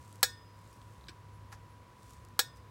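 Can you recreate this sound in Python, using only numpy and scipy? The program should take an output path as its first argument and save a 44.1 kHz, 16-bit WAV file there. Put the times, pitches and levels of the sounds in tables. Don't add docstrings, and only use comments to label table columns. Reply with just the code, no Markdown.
import sys
import numpy as np
from scipy import signal
from scipy.fft import rfft, irfft, next_fast_len
from scipy.io import wavfile
from scipy.ndimage import map_coordinates

SR = 44100
rng = np.random.default_rng(int(sys.argv[2]) if len(sys.argv) > 2 else 0)


def digitize_waveform(pressure):
    field = np.atleast_2d(pressure).T
    bounded = np.clip(field, -1, 1)
    quanta = np.round(bounded * 32767).astype(np.int16)
    wavfile.write(sys.argv[1], SR, quanta)


N = 119070

# f/Hz, relative level/dB per Hz
HINGE_SPECTRUM = [(1000, -26.5), (2500, 0.5), (3800, 13.5), (5500, -12), (8000, -11), (15000, -19)]


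def amp(db):
    return 10 ** (np.asarray(db) / 20)


def unit(x):
    return x / np.sqrt(np.mean(x ** 2) + 1e-20)


def along(points, hz):
    f, v = np.transpose(points)
    return np.interp(np.log(hz + 1), np.log(f + 1), v)


def curves(rows):
    s, *columns = np.transpose(rows)
    t = np.arange(N) / SR
    return [np.interp(t, s, column) for column in columns]


def wobble(rate):
    knots = rng.standard_normal(int(N * rate / SR) + 4)
    return map_coordinates(knots, [np.arange(N) * rate / SR])


def filtered(x, response):
    m = next_fast_len(len(x) + 8192)
    hz = np.fft.rfftfreq(m, 1 / SR)
    return irfft(rfft(x, m) * response(hz), m)[:len(x)]


def tilt(hz, slope_db):
    return amp(slope_db * np.log2((hz + 100) / 4000))


def noise(spectrum, size, slope_db=0):
    white = rng.standard_normal(size)
    return unit(filtered(white, lambda hz: amp(along(spectrum, hz)) * tilt(hz, slope_db)))


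def fade(t60):
    return amp(-60 * np.arange(SR) / SR / t60)


def burst(spectrum, t60, slope_db=0):
    return noise(spectrum, SR, slope_db) * fade(t60)


def add(track, s, sound):
    part = track[max(round(s * SR), 0):][:len(sound)]
    part += sound[:len(part)]


def tone(hz):
    cycles = np.cumsum(hz) / SR + rng.random()
    return np.sqrt(2) * np.sin(2 * np.pi * cycles)


def swells(rows):
    t = np.arange(N) / SR
    return sum(amp(db) * np.exp(-.5 * ((t - s) / width) ** 2) for s, width, db in rows)


def contacts(rows, spectrum, t60):
    out = np.zeros(N)
    for s, db in rows:
        add(out, s, amp(db) * burst(spectrum, t60))
    return out


def room_air():
    # f/Hz, relative level/dB per Hz
    air_spectrum = [(20, -39.5), (50, -22), (100, -1.5), (160, -3), (250, -6.5), (340, -7.5), (400, -11.5),
                    (505, -6.5), (600, -13), (730, -15), (1080, -8.5), (1300, -14.5), (1800, -17),
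                    (2700, -22.5), (5000, -27), (8000, -31.5), (11500, -34.5), (13000, -37.5), (15800, -37)]
    return amp(-60) * noise(air_spectrum, N)


def rumble():
    # f/Hz, relative level/dB per Hz
    rumble_spectrum = [(20, -43), (38, -17), (54, -1.5), (70, 3.5), (85, -8.5), (115, -1.5), (150, -8),
                       (220, -23.5), (500, -60)]
    # t/s, relative level/dB
    rumble_course = [(0.0, -60), (0.17, -75.5), (0.22, -66.5), (0.68, -65.5), (0.87, -62.5), (1.04, -64),
                     (1.43, -61.5), (1.91, -68), (2.0, -64.5), (2.14, -67), (2.2, -59), (2.44, -71),
                     (2.47, -63), (2.7, -63)]
    gain_db = 4.5
    (level_db,) = curves(rumble_course)
    return amp(gain_db + level_db) * noise(rumble_spectrum, N)


def hum():
    # t/s, f/Hz, relative level/dB
    hum_course = [(0.0, 96, -67.5), (0.13, 102, -54), (0.61, 100.4, -59), (0.74, 110.7, -62),
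                  (0.92, 100.8, -56.5), (0.95, 100.5, -65), (1.41, 101.8, -52.5), (1.78, 101.7, -56.5),
                  (1.97, 100.4, -75), (2.05, 106.1, -54.5), (2.12, 108.1, -68.5), (2.26, 101.5, -53),
                  (2.42, 100.9, -62), (2.7, 102.2, -55)]
    gain_db, waver_db, waver_knots_per_s = -1, 1.5, 27
    hz, level_db = curves(hum_course)
    return amp(gain_db + level_db + waver_db * wobble(waver_knots_per_s)) * tone(hz)


def motor_whine():
    # t/s, f/Hz
    whine_pitch = [(0, 973.4), (1.1, 976), (1.6, 975.5), (2.3, 988.6), (2.7, 987)]
    # offset in sideband spacings, mean level/dB
    whine_lines = [(0, -65), (1, -72.5), (2.001, -78)]
    sideband_hz, waver_db, waver_knots_per_s = 56, 0.45, 25
    (hz,) = curves(whine_pitch)
    out = np.zeros(N)
    for k, db in whine_lines:
        out += amp(db + waver_db * wobble(waver_knots_per_s)) * tone(hz + k * sideband_hz)
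    return out


def room(x):
    # f/Hz, t60/s
    room_decay = [(200, .18), (2000, 0.13), (6000, 0.21), (14000, .14)]
    hz, t, cells = signal.stft(rng.standard_normal(SR // 2), SR, nperseg=256)
    decay = amp(-60 * t / along(room_decay, hz)[:, None])
    tail = signal.istft(cells * decay, SR, nperseg=256)[1]
    response = np.pad(tail / np.linalg.norm(tail), (SR // 200, 0))
    return signal.fftconvolve(x, response)[:N]


def chirps():
    # middle t/s, standard deviation of the bell/s, peak level/dB
    chirp_times = [(1.355, 0.017, -75), (1.525, .018, -73), (1.71, 0.027, -79.5)]
    # f/Hz, relative level/dB per Hz
    chirp_spectrum = [(9500, -49.5), (10800, -5), (11150, 1.5), (11500, -21), (12800, -47.5)]
    return swells(chirp_times) * noise(chirp_spectrum, N)


def taps():
    # t/s, level/dB, treble tilt/dB per octave
    tap_times = [(1.519, -51, -2), (1.5257, -49.5, 0.5)]
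    # f/Hz, relative level/dB per Hz
    tap_spectrum = [(200, -18), (600, -6.5), (900, 4.5), (1900, 2), (3200, -8), (5500, -4.5), (11000, -14),
                    (15500, -22)]
    tap_t60_s = 0.1
    out = np.zeros(N)
    for s, db, slope_db in tap_times:
        add(out, s, amp(db) * burst(tap_spectrum, tap_t60_s, slope_db))
    return out


def glove():
    # t/s, level/dB
    glove_ticks = [(.0792, -55), (.1271, -49), (.157, -51), (.5902, -58), (.7294, -53.5), (2.0311, -56),
                   (2.1, -71), (2.1349, -53), (2.2496, -51.5), (2.2861, -56.5)]
    # middle t/s, standard deviation of the bell/s, peak level/dB
    rubs = [(.08, 0.18, -68.5), (.7, .1, -71), (.98, 0.11, -74.5), (2.1, 0.076, -66.5),
            (2.569, .009, -63.5)]
    # f/Hz, relative level/dB per Hz
    glove_spectrum = [(1000, -24), (3500, -3.5), (6000, -0.5), (8000, 0.5), (11000, -5.5), (15500, -12)]
    tick_t60_s, grain_db, grain_knots_per_s = 0.0083, 3, 400
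    grain = amp(grain_db * wobble(grain_knots_per_s))
    rustle = unit(noise(glove_spectrum, N) * grain)
    return swells(rubs) * rustle + contacts(glove_ticks, glove_spectrum, tick_t60_s)


def door_swing():
    # t/s, level/dB
    hinge_ticks = [(.8162, -55.5), (.9534, -57), (1.0098, -56), (1.0407, -53.5), (1.0692, -53)]
    # t/s, level/dB
    stop_contacts = [(1.084, -44), (1.0925, -47.5)]
    # f/Hz, relative level/dB per Hz
    stop_spectrum = [(150, -5), (320, 7), (600, -19), (1300, -14), (1650, 9.5), (2000, -10), (2450, 3),
                     (2850, -5), (3300, -1.5), (4400, -0.5), (5500, -4), (7000, -20), (8000, -7),
                     (10000, -25), (15500, -23)]
    hinge_t60_s, stop_t60_s = 0.011, 0.059
    hinge = contacts(hinge_ticks, HINGE_SPECTRUM, hinge_t60_s)
    return hinge + contacts(stop_contacts, stop_spectrum, stop_t60_s)


def door_clacks():
    # t/s, relative level/dB, the glove's added damping/dB per s, treble tilt/dB per octave
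    clacks = [(0.2296, -1.34, 0, -0.5), (2.3921, -4, 31.5, -0.5)]
    # f/Hz, relative level/dB, t60/s without the glove's damping
    door_modes = [(497, -32, .07), (800, -28, .042), (1397, -27, .045), (1468, -44, .33), (1637, -38, .2),
                  (1672, -20, .05), (1818, -42, .46), (1840, -46, .25), (2231, -48, .2), (2420, -38, .1),
                  (2573, -43, .17), (3402, -49, .4), (3480, -35, .12), (3505, -46, .28), (3555, -46, .45),
                  (3671, -46, .3), (3784, -35, .17), (3842, -22, .06), (4040, -24, .055), (4325, -21, .065),
                  (4350, -47, .25), (4422, -21, .055), (5022, -53, 1.0), (5045, -48, .45), (5054, -25, .07),
                  (5135, -28, .05), (5243, -46, .2), (5485, -25, .065), (5728, -41, .2), (6218, -45, .16),
                  (6820, -29, .11), (7775, -26, .07), (8150, -27, .09), (8350, -40, .23), (8510, -44, .2),
                  (9518, -27, .045), (10080, -58, .35), (11270, -48, .14), (11915, -23, .045),
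                  (15090, -51, .26), (15660, -26, .045)]
    # f/Hz, relative level/dB per Hz
    plate_spectrum = [(60, -22), (250, -14.5), (450, -6.5), (780, -2.5), (890, -11.5), (1300, -3),
                      (1700, 0.5), (2050, 0), (3000, -11.5), (3600, -2.5), (4400, -2.5), (4800, 4.5),
                      (6200, 0.5), (8000, 3), (9600, -10), (11500, -0.5), (16000, -5)]
    # f/Hz, relative level/dB per Hz
    crack_spectrum = [(100, -17), (500, -1.5), (900, -3.5), (1300, 11), (2200, -5.5), (3000, -10.5),
                      (5000, 4.5), (6500, 0.5), (9500, 2), (11500, 11), (15000, -3.5)]
    # delay t/s, level relative to the crack/dB
    chatter = [(.0021, -5.5), (.0051, -4)]
    mode_rise_s, mode_scatter_db = 0.00075, 1
    plate_db, plate_t60_s = -18, .056
    crack_db, crack_t60_s = -14, .013
    out, t = np.zeros(N), np.arange(SR) / SR
    rise = 1 - np.exp(-t / mode_rise_s)
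    for s, db, damping_db, slope_db in clacks:
        clack = amp(plate_db) * burst(plate_spectrum, plate_t60_s, slope_db)
        for k, (hz, mode_db, t60) in enumerate(door_modes):
            gain = amp(mode_db + mode_scatter_db * rng.standard_normal()) * tilt(hz, slope_db)
            sign = (-1) ** k
            clack += sign * gain * np.sin(2 * np.pi * hz * t) * fade(t60) * rise
        add(clack, 0, amp(crack_db) * burst(crack_spectrum, crack_t60_s, slope_db))
        for delay, touch_db in chatter:
            touch = burst(HINGE_SPECTRUM, crack_t60_s, slope_db)
            add(clack, delay, amp(crack_db + touch_db) * touch)
        add(out, s, amp(db - damping_db * t) * clack)
    return out


def scene():
    reverb_db = -19
    background = room_air() + rumble() + hum() + motor_whine()
    near = chirps() + taps() + glove() + door_swing() + door_clacks()
    return (near + amp(reverb_db) * room(near) + background)[None]


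def record(dry):
    top_hz = 16300
    return np.array([filtered(x, lambda hz: 1 / (1 + (hz / top_hz) ** 120)) for x in dry])


dry = scene()
out = record(dry)
digitize_waveform(out)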